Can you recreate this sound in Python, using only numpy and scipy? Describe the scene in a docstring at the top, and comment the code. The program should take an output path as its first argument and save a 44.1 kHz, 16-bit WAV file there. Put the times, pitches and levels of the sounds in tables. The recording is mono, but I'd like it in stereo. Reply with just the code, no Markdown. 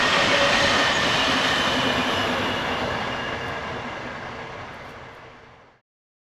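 """Electric train rushing past

The last coaches of an electric train rush past in a field and run off to the left, then the sound fades out.
Filtered noise makes the roar of rough wheels on rails; raised or lowered bands in it slide down with Doppler.
Gliding tones make singing wheels, low drones and booms; beating tones make the hums of the running gear.
A breeze and faint ticks lie underneath, and a close pair of microphone ports hears the scene in stereo."""
import sys
import numpy as np
from scipy import signal
from scipy.fft import rfft, irfft, next_fast_len
from scipy.io import wavfile
from scipy.ndimage import uniform_filter1d

SR = 44100
rng = np.random.default_rng(int(sys.argv[2]) if len(sys.argv) > 2 else 0)


def log_audio(samples):
    """Write samples as a 16-bit WAV file to the path given in sys.argv[1]."""
    # one column per channel
    frames = np.atleast_2d(samples).T
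    # limit to full scale, then quantise
    limited = np.clip(frames, -1, 1)
    pcm = np.round(limited * 32767).astype(np.int16)
    wavfile.write(sys.argv[1], SR, pcm)


N = 275164  # length in samples
SIZE, HOP = 2048, 256  # samples in one short-time spectrum, and from one to the next
HZ = np.fft.rfftfreq(SIZE, 1 / SR)
TIMES = np.arange(-(-N // HOP) + 1) * HOP / SR  # time of each frame in seconds
SECONDS = np.arange(N) / SR  # time of each sample


def from_db(db):
    """Turn decibels into gain."""
    return 10 ** (np.asarray(db) / 20)


def over_hz(table, hz):
    """Read the columns of a spectrum table on a log-frequency axis."""
    f, *columns = np.transpose(table)
    return [np.interp(np.log(hz + 1), np.log(f + 1), column) for column in columns]


def to_frames(x):
    """Turn sound into short-time spectra, frames x bins."""
    return signal.stft(x, nperseg=SIZE, noverlap=SIZE - HOP)[2].T


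def to_wave(spectra):
    """Turn short-time spectra back into sound."""
    spectra = np.swapaxes(spectra, -1, -2)
    return signal.istft(spectra, nperseg=SIZE, noverlap=SIZE - HOP)[1][..., :N]


def per_sample(x):
    """Stretch a control with one value per frame to one value per sample."""
    return np.interp(SECONDS, TIMES, x[:, 0])


def wander(rate_hz):
    """Slow random movement of rms 1, up to about the given rate."""
    size = next_fast_len(N, True)
    lowpass = 1 / (1 + (np.fft.rfftfreq(size, 1 / SR) / rate_hz) ** 4)
    x = irfft(rfft(rng.standard_normal(size)) * lowpass, size)[:N]
    return x / x.std()


def bump(centre_s, length_s):
    """A smooth swell of height 1, one value per frame."""
    return np.exp(-((TIMES[:, None] - centre_s) / length_s) ** 2)


def breeze_gain(breeze_db=-69.5, corner_hz=60):
    """A breeze on the microphone: steady deep rumble, weak above its corner and below 20 Hz, by bin."""
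    lowpass = 1 / (1 + (HZ / corner_hz) ** 4)
    highpass = HZ ** 2 / (HZ ** 2 + 20 ** 2)
    return from_db(breeze_db) * lowpass * highpass


def ticks(decay_s=0.0015, low_hz=6500, rustle_db=-17, rustle_s=0.037):
    """Faint dry ticks near the microphone: tiny bright snaps of noise, each inside a soft rustle."""
    # Each row: time in seconds, relative level in dB.
    tick_table = [(3.483, -32), (4.743, -41), (4.85, -47), (4.893, -41), (4.907, -41), (5.151, -39)]
    strength = np.zeros(N)
    for s, db in tick_table:
        away_s = abs(SECONDS - s)
        snap = (SECONDS >= s) * np.exp(-away_s / decay_s)
        rustle = from_db(rustle_db) * np.exp(-away_s / rustle_s)
        strength += from_db(db) * np.hypot(snap, rustle)
    noise = .5 * strength * rng.standard_normal((2, N))
    return signal.sosfilt(signal.butter(2, low_hz, "high", fs=SR, output="sos"), noise)


def turned(middle_s=1.8, scale_s=0.3):
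    """The train's swing from 0 with the coaches abreast to 1 far down the line, per frame."""
    return .5 + .5 * np.tanh((TIMES[:, None] - middle_s) / (2 * scale_s))


def pitch_share(drop=0.091):
    """Doppler shift: the share of the pitch that is left as the train swings away, per frame."""
    return 1 - drop * turned()


def stages():
    """Shares of the abreast, leaving and far stages in each frame, blending from one to the next."""
    # When the abreast, leaving and far stages each hold fully, in seconds.
    stage_times = [0.29, 1.94, 3.94]
    return [np.interp(TIMES, stage_times, pick)[:, None] for pick in np.eye(len(stage_times))]


def passing_db(sag_db_per_s=0.75, gone_s=2.376, recede_db_per_s=5.5):
    """Level lost with distance: a slow sag while coaches go by, a faster fall after the last, per frame."""
    t = TIMES[:, None]
    return -sag_db_per_s * np.minimum(t, gone_s) - recede_db_per_s * np.maximum(t - gone_s, 0)


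def throb(turns_per_s=9.6):
    """The throb of the turning wheels, one cycle a turn, per frame."""
    return np.sin(2 * np.pi * turns_per_s * TIMES[:, None])


def sing(hz, db, drift, flutter):
    """A tone on a pitch and a level curve; its wavering starts at a random place in drift and flutter."""
    place = rng.random()
    drift, flutter = (np.roll(x, int(place * N))[:len(hz)] for x in (drift, flutter))
    cycles = place + np.cumsum(hz * (1 + drift)) / SR
    return np.sqrt(2) * from_db(db + flutter) * np.sin(2 * np.pi * cycles)


def glides(table, drift, flutter):
    """One unbroken tone for each pair of a pitch curve and a level curve."""
    out = np.zeros(N)
    for pitch, level in table:
        at = np.flatnonzero((SECONDS >= level[0][0]) & (SECONDS <= level[-1][0]))
        hz = np.interp(SECONDS[at], *np.transpose(pitch))
        db = np.interp(SECONDS[at], *np.transpose(level))
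        out[at] += sing(hz, db, drift, flutter)
    return out


def hum(near_hz, far_hz, beat_hz, *stage_db, throb_db=2.8, sink_from_s=4.1, sink_db_per_s=3):
    """Many wheels near one pitch beat against each other; the hum throbs, sinks in pitch and fades."""
    hz = per_sample(near_hz + (far_hz - near_hz) * turned())
    angle = 2 * np.pi * np.cumsum(hz) / SR
    db = passing_db() + throb_db * throb()
    db = db + sum(share * level for share, level in zip(stages(), stage_db))
    # far down the line the hums sink into the roar
    db = db - sink_db_per_s * np.maximum(TIMES[:, None] - sink_from_s, 0)
    return from_db(per_sample(db)) * (wander(beat_hz) * np.cos(angle) + wander(beat_hz) * np.sin(angle))


def hums():
    """Hums and whines of the running gear, riding on the roar as beating tones."""
    # Each row: pitch abreast in Hz, pitch far in Hz, beat rate in Hz, then the levels abreast,
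    # leaving and far in dB, before the loss with distance.
    hum_table = [(268.4, 243, 7.7, -49, -45.5, -38), (476.4, 460, 20, -48, -48, -47),
                 (566, 560, 8.2, -39.5, -45.5, -45.5), (1856, 1650, 26, -35, -44.5, -43),
                 (2476, 2430, 36, -39.5, -33.5, -79), (3650, 3470, 67, -59.5, -44, -45)]
    return sum(hum(*row) for row in hum_table)


def drones(waver=.008, waver_hz=16, flutter_db=2.2):
    """Ripples worn into the wheel treads drone in low, nearly steady notes that swell and fade."""
    # Each row: a pitch curve of (time in seconds, pitch in Hz) and a level curve of (time in seconds, dB).
    drone_table = [([(0.1, 566), (0.43, 559), (0.66, 563), (0.9, 555), (1.4, 548), (2.4, 544)], [(0.1, -46),
                   (0.2, -24.5), (0.27, -39), (0.36, -34), (0.435, -23), (0.54, -39), (0.665, -26.5),
                   (0.75, -43), (0.9, -38), (1.1, -44), (1.4, -40), (2.4, -52)]), ([(0.7, 472), (2.0, 466),
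                   (2.9, 462), (5.8, 460)], [(0.7, -49), (1.2, -46), (2.0, -45), (2.35, -41), (2.9, -42),
                   (3.15, -48), (3.42, -39), (3.6, -46), (4.2, -54), (4.42, -45), (4.7, -57), (5.2, -52),
                   (5.8, -58)]), ([(3.0, 130), (4.2, 127), (5.8, 126)], [(3.0, -57), (4.2, -52), (5.0, -54),
                   (5.8, -56)])]
    return glides(drone_table, waver * wander(waver_hz), flutter_db * wander(waver_hz))


def thumps(waver=0.003, waver_hz=12, flat_hz=4.5, rise_s=0.019, fall_s=0.024):
    """A worn wheel booms about once a turn; the booms share one phase and join into a beaded tone."""
    # Each row: time at its loudest in seconds, level in dB.
    boom_table = [(0.784, -32), (1.196, -37), (1.291, -26.5), (1.368, -28), (1.464, -30), (1.568, -34),
                  (1.681, -32.5), (1.784, -26.5), (1.882, -27.5), (1.993, -27.5), (2.081, -29.5),
                  (2.197, -31), (2.306, -29.5), (2.4, -31), (2.49, -32.5), (2.622, -37), (2.723, -30.5),
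                  (2.828, -32), (3.093, -38), (3.228, -36.5), (3.342, -36), (3.483, -38.5), (3.74, -40),
                  (3.86, -36), (3.98, -41), (4.07, -40), (4.18, -46), (4.33, -44), (4.42, -48), (4.75, -52),
                  (4.87, -48), (5.051, -52)]
    # The pitch of the booms as the train leaves. Each row: time in seconds, pitch in Hz.
    boom_pitch = [(0.7, 286), (1.1, 271), (1.3, 268), (1.65, 262), (2.0, 258), (2.4, 254), (2.8, 253),
                  (4.0, 252), (5.2, 250)]
    out = np.zeros(N)
    hz = np.interp(SECONDS, *np.transpose(boom_pitch)) * (1 + waver * wander(waver_hz))
    cycles = rng.random() + np.cumsum(hz) / SR
    for s, db in boom_table:
        at = np.flatnonzero((SECONDS > s - 3 * rise_s) & (SECONDS < s + 3 * fall_s))
        age = SECONDS[at] - s
        swell = np.exp(-(age / np.where(age < 0, rise_s, fall_s)) ** 2)
        # each boom rings flat_hz below the pitch curve
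        tone = np.sin(2 * np.pi * (cycles[at] - flat_hz * age))
        out[at] += np.sqrt(2) * from_db(db) * swell * tone
    return out


def flares(waver=.007, waver_hz=45, flutter_db=2.0):
    """A wheel or coach body flares up for a moment: one wavering tone that slides down by Doppler."""
    # Each row: time at its loudest in seconds, pitch then in Hz, level in dB, length in seconds.
    flare_table = [(0.12, 3180, -35.5, 0.082), (0.165, 1215, -30, 0.053), (0.22, 1823, -31.5, .03),
                   (0.312, 2225, -29, 0.047), (0.34, 580, -26, 0.035), (0.36, 1850, -32, 0.043),
                   (0.498, 597, -28, .035), (0.593, 1920, -30, 0.037), (0.742, 1247, -28, 0.065),
                   (0.952, 1780, -33, 0.045), (0.954, 6700, -32, 0.036), (1.21, 2840, -30, 0.052),
                   (1.56, 1840, -31, .16), (2.1, 3130, -33, 0.065), (2.199, 5160, -42, 0.048),
                   (2.24, 670, -31, .04), (2.37, 712, -34, .035), (2.38, 541, -29, 0.027),
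                   (2.496, 2055, -34, 0.042), (2.717, 2760, -32, .05), (2.913, 1640, -37, 0.039),
                   (3.26, 1660, -41, .04), (3.442, 1692, -37, 0.032), (3.567, 1630, -40, 0.038),
                   (3.979, 1649, -39, 0.032), (3.991, 580, -37, 0.032), (4.43, 450, -42, 0.037),
                   (4.552, 452, -46, 0.032)]
    out, doppler = np.zeros(N), per_sample(pitch_share())
    drift, flutter = waver * wander(waver_hz), flutter_db * wander(waver_hz)
    for s, hz, db, length in flare_table:
        at = np.flatnonzero(abs(SECONDS - s) < 2 * length)
        pitch = hz * doppler[at] / np.interp(s, SECONDS, doppler)
        swell = np.exp(-2 * ((SECONDS[at] - s) / length) ** 2)
        out[at] += swell * sing(pitch, db, drift, flutter)
    return out


def rasps(waver=0.01104, waver_hz=65, flutter_db=3.6):
    """Rough rail shakes these wheel tones, so that they flicker in pitch and level within the roar."""
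    # Each row: a Doppler glide of (time in seconds, pitch in Hz) and a level curve of (time in seconds, dB).
    rasp_table = [([(0, 1848), (0.4, 1820), (0.9, 1760), (1.3, 1735), (2.0, 1685), (2.9, 1645), (4.2, 1630),
                  (5.6, 1625)], [(0, -29.5), (0.25, -31.5), (0.5, -38), (0.9, -31), (1.3, -38), (2.0, -42),
                  (2.7, -45), (2.95, -41), (3.6, -40.5), (4.1, -46), (5.6, -64)]), ([(0.15, 1905),
                  (0.5, 1882), (0.8, 1850), (1.2, 1800), (1.9, 1745), (2.8, 1705), (4.2, 1685)],
                  [(0.15, -39), (0.45, -31), (0.8, -32), (1.2, -41), (1.9, -41), (2.8, -47), (3.5, -44),
                  (4.2, -53)]), ([(0, 3200), (0.5, 3130), (1.0, 3085)], [(0, -40), (0.5, -35.5),
                  (0.75, -36), (1.0, -45)]), ([(1.7, 2150), (2.3, 2108), (3.2, 2075), (4.2, 2055)],
                  [(1.7, -50), (2.3, -42), (3.1, -46), (3.6, -54), (4.2, -58)])]
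    return glides(rasp_table, waver * wander(waver_hz), flutter_db * wander(waver_hz))


def whines(waver=.005, waver_hz=45, flutter_db=3.0, steadying=0.552):
    """Two singing wheels whine on as they leave, gliding down and losing a share of their wavering."""
    # Each row: a Doppler glide of (time in seconds, pitch in Hz) and a level curve of (time in seconds, dB).
    whine_table = [([(0.45, 3110), (0.88, 3035), (1.25, 3005), (1.55, 2950), (1.9, 2890), (2.3, 2820),
                   (2.8, 2755)], [(0.45, -42), (0.88, -35), (1.02, -42), (1.22, -33), (1.55, -40),
                   (1.75, -43), (1.9, -32), (2.0, -44), (2.8, -47)]), ([(1.0, 3125), (1.45, 3066),
                   (1.6, 3045), (1.9, 2987), (2.2, 2930), (2.5, 2884), (3.0, 2833), (3.3, 2816),
                   (3.75, 2800), (5.0, 2785)], [(1.0, -44), (1.45, -36), (1.6, -26), (1.73, -35),
                   (1.87, -33), (1.98, -39), (2.2, -30), (2.35, -43), (2.5, -34), (2.85, -44),
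                   (3.08, -36.5), (3.3, -36.5), (3.55, -45), (3.75, -42), (4.1, -54), (5.0, -63)])]
    unrest = per_sample(1 - steadying * turned())
    return glides(whine_table, waver * unrest * wander(waver_hz), flutter_db * unrest * wander(waver_hz))


def wheels(waver=.007, waver_hz=45, flutter_db=3.0, speed_m_per_s=36, distance_m=48,
           sound_m_per_s=343, approach_db_per_s=16):
    """Each wheelset rings in several modes, swelling as it goes by and sliding down on a Doppler curve."""
    # Singing wheelsets. Each row: time abreast in seconds, level in dB, pitch factor from wear.
    wheelset_table = [(0.12, -4, 1.17), (0.5, -1, 1), (0.76, -3, 0.975), (1.52, -1.5, 0.97)]
    # Their modes, each beamed at its own angle. Each row: pitch at rest in Hz before wear, level in dB,
    # delay of the beam's peak after abreast in seconds, time to fall by 6 dB in seconds (its sign is unused).
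    mode_table = [(1848, -34, 0.06, -0.2), (3660, -47.5, 0.61, 1), (6250, -46, 0.1, 0.5)]
    drift, flutter, out = waver * wander(waver_hz), flutter_db * wander(waver_hz), np.zeros(N)
    for abreast_s, wheel_db, wear in wheelset_table:
        t = SECONDS - abreast_s
        along_m = speed_m_per_s * t
        going_away = along_m / np.hypot(along_m, distance_m)  # share of the speed along the line of hearing
        doppler = 1 / (1 + speed_m_per_s / sound_m_per_s * going_away)
        approach_db = wheel_db + approach_db_per_s * np.minimum(t, 0)
        for hz, db, delay_s, length_s in mode_table:
            beam_db = -6 * ((t - delay_s) / length_s) ** 2
            at = np.flatnonzero(beam_db > -45)
            out[at] += sing(hz * wear * doppler[at], db + approach_db[at] + beam_db[at], drift, flutter)
    return out


def tones():
    """The singing wheels and hums as short-time spectra, with fresh chance at each call."""
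    return to_frames(wheels() + whines() + rasps() + flares() + hums())


def thin_band_db(deepest_s=1.44, length_s=0.5, hz=390.5, width_hz=170.5, dip_db=-3.5):
    """The roar thins for a while in a low band near 390 Hz."""
    return dip_db * bump(deepest_s, length_s) * .5 ** ((2 * (HZ - hz) / width_hz) ** 2)


def rolling_db(roar_db=-53.5, dulling=0.94, rumble_hz=255, hiss_hz=3740, throb_db=0.66):
    """Level of the rolling noise by frame and bin: it fades and dulls with distance, and surges on rough rail."""
    # Each row: frequency in Hz, relative level with the coaches abreast in dB, the same from far in dB.
    roll_table = [(19.75, -11.5, -19.5), (54.9, -12, -5.5), (84.5, -5.5, 2), (190.4, -2.5, -4),
                  (325, -3.5, -3), (689, -2.5, -0.5), (1070, 1.5, 1), (1310, -0.5, -2.5),
                  (2840, -2.5, -6.5), (3150, -3, -9), (5180, -10, -20), (8260, -28, -34),
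                  (11250, -30.5, -42), (13670, -49.5, -54)]
    # Wheels on rougher rail. Each row: time at the peak in seconds, length in seconds,
    # change of rumble in dB, change of hiss in dB.
    surge_table = [(0.602, 0.13, 5, 3), (1.127, 0.35, 2.5, 1.5), (1.575, 0.23, 0.5, 3),
                   (2.155, 0.18, -3.5, 2.5)]
    near_db, far_db = over_hz(roll_table, HZ)
    db = roar_db + passing_db() + near_db + dulling * turned() * (far_db - near_db)
    # bogie rumble and rail hiss each drift by -0.3 dB per second
    rumble_db = -0.6 - 0.3 * TIMES[:, None] + throb_db * throb()
    hiss_db = -2.18 - 0.3 * TIMES[:, None]
    for s, length, rumble_lift, hiss_lift in surge_table:
        rumble_db = rumble_db + rumble_lift * bump(s, length)
        hiss_db = hiss_db + hiss_lift * bump(s, length)
    db = db + rumble_db / (1 + (HZ / rumble_hz) ** 3)
    db = db + hiss_db * HZ ** 4 / (HZ ** 4 + hiss_hz ** 4)
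    # the top treble, above about 9900 Hz, sizzles just behind the train
    db = db + 10.8 * bump(2.35, 0.98) * (1 - 1 / (1 + (HZ / 9900) ** 20))
    # the roar dips briefly
    return db - 2.3 * bump(0.97, 0.051) + thin_band_db()


def rolling_gain(patchy_db=0.87):
    """Strength of the rolling noise by frame and bin, with bands raised or lowered that slide down with Doppler."""
    # Bands of the roar. Each row: centre in Hz before the Doppler drop, width in Hz before it,
    # then the change of level abreast, leaving and far in dB.
    band_table = [(87.2, 24, 1.5, 0, 4), (136.7, 34, 0, 1, 5), (256.6, 71, 2.5, 4.5, 4),
                  (627, 196, 4, 1.5, 2.5), (1190, 120, 4, 1, 1), (1820, 220, 0.5, 5, 3),
                  (2269, 100, -1.5, -0.5, 6), (2310, 120, -1, -3.5, 0), (2520, 120, -1, -1.5, 2.5),
                  (2694, 120, 2, -6.5, -3), (3055, 160, 3, 3, 2), (3807, 77, -2.5, 7.5, 2),
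                  (4910, 230, -1, -2.5, 4), (5550, 130, 3, 0.5, -1), (6450, 530, 5, 4.5, 3),
                  (7880, 1670, 8, 8, 3.5)]
    db, doppler = rolling_db(), pitch_share()
    for hz, width, *changes_db in band_table:
        change_db = sum(share * change for share, change in zip(stages(), changes_db))
        db = db + change_db * .5 ** ((2 * (HZ / doppler - hz) / width) ** 2)
    # wheels meet patches of rough rail: random levels, smoothed over time and then frequency
    patches = uniform_filter1d(rng.standard_normal(db.shape), size=14, axis=0)
    patches = uniform_filter1d(patches, size=16, axis=1)
    return from_db(db + patchy_db * patches / patches.std())


def contact(judder_db=0.47, judder_hz=45):
    """Two unrelated white noises that judder together as the wheels jolt over the rail."""
    judder = from_db(judder_db * wander(judder_hz))
    # the square root makes the power about 1 per Hz
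    return [to_frames(judder * rng.standard_normal(N) * np.sqrt(SR / 2)) for _ in range(2)]


def ports(common, diffuse, clear):
    """The right port hears the train later and shaded; it shares part of the left sound, and all clear notes."""
    # The port pair with the train abreast, leaving and far. Each row: frequency in Hz,
    # left-right level in dB, likeness from 0 to 1, lead of the left port in radians.
    abreast_pair = [(40.0, -2.4, 0.07, 0.0), (100.0, -1.8, 0.78, 0.4), (300.0, -1.1, 0.89, 0.5),
                    (650.0, 1.8, 0.85, 0.8), (1150.0, 8.8, 0.58, 1.4), (1700.0, 8.9, 0.67, 0.0),
                    (2300.0, 7.6, 0.47, -0.6), (3000.0, 6.3, 0.73, -0.1), (4000.0, 6.6, 0.67, 0.2),
                    (5200.0, 3.8, 0.68, 0.7), (6500.0, 2.2, 0.6, 1.4), (8000.0, 1.5, 0.58, 2.5),
                    (12500.0, 3.2, 0.14, 4.5)]
    leaving_pair = [(40.0, -1.6, 0.19, 0.0), (100.0, -1.3, 0.75, 0.3), (300.0, -0.3, 0.89, 0.3),
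                    (650.0, 1.3, 0.85, 0.8), (1150.0, 5.8, 0.69, 1.4), (1700.0, 10.3, 0.31, 2.3),
                    (2300.0, 5.5, 0.15, 2.7), (3000.0, 8.1, 0.55, 6.1), (4000.0, 9.5, 0.34, 7.1),
                    (5200.0, 6.9, 0.54, 7.7), (6500.0, 4.6, 0.71, 8.7), (8000.0, 2.5, 0.64, 9.2),
                    (12500.0, 2.2, 0.29, 11.0)]
    far_pair = [(40.0, -1.1, 0.36, -0.0), (100.0, -1.2, 0.9, 0.1), (300.0, -0.3, 0.72, 0.3),
                (650.0, -0.4, 0.8, 0.3), (1150.0, 2.8, 0.61, 1.1), (1700.0, 5.7, 0.55, 1.5),
                (2300.0, 2.3, 0.61, 1.8), (3000.0, 1.7, 0.42, 3.7), (4000.0, -0.3, 0.42, 4.1),
                (5200.0, -0.2, 0.42, 5.4), (6500.0, 2.6, 0.11, 7.3), (8000.0, 2.1, 0.48, 9.4),
                (12500.0, 1.6, 0.39, 11.7)]
    balance_db, same, heading = 0, 0, 0
    for table, share in zip([abreast_pair, leaving_pair, far_pair], stages()):
        side_db, likeness, lead = over_hz(table, HZ)
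        balance_db = balance_db + share * side_db
        same = same + share * np.clip(likeness, 0, 1)
        heading = heading + share * likeness * np.exp(-1j * lead)
    delay = np.exp(1j * np.angle(heading))
    own = np.sqrt(np.maximum(1 - same ** 2, 0)) * diffuse  # heard at the right port alone
    right = delay * (same * common + clear) + own
    ratio = from_db(balance_db)
    left = ratio * (common + clear)
    return to_wave(np.array([left, right]) * np.sqrt(2 / (1 + ratio ** 2)))


def scene():
    """Rolling noise, breeze, hums, booms, drones and singing wheels at the two ports, plus ticks."""
    gain = np.hypot(rolling_gain(), breeze_gain())
    direct, scattered = contact()
    common, diffuse = gain * direct + tones(), gain * scattered + tones()
    clear = to_frames(thumps() + drones())
    return ports(common, diffuse, clear) + ticks()


def record(dry, fade_from_s=4.67, faded_s=5.814, fade_curve=0.58, edge_hz=13800):
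    """Fade out toward silence, then remove the treble above the band edge."""
    fade = np.clip((faded_s - SECONDS) / (faded_s - fade_from_s), 0, 1) ** fade_curve
    lowpass = signal.firwin(255, edge_hz, window=("kaiser", 9), fs=SR)
    return signal.oaconvolve(dry * fade, lowpass[None], "same")


dry = scene()
out = record(dry)
log_audio(out)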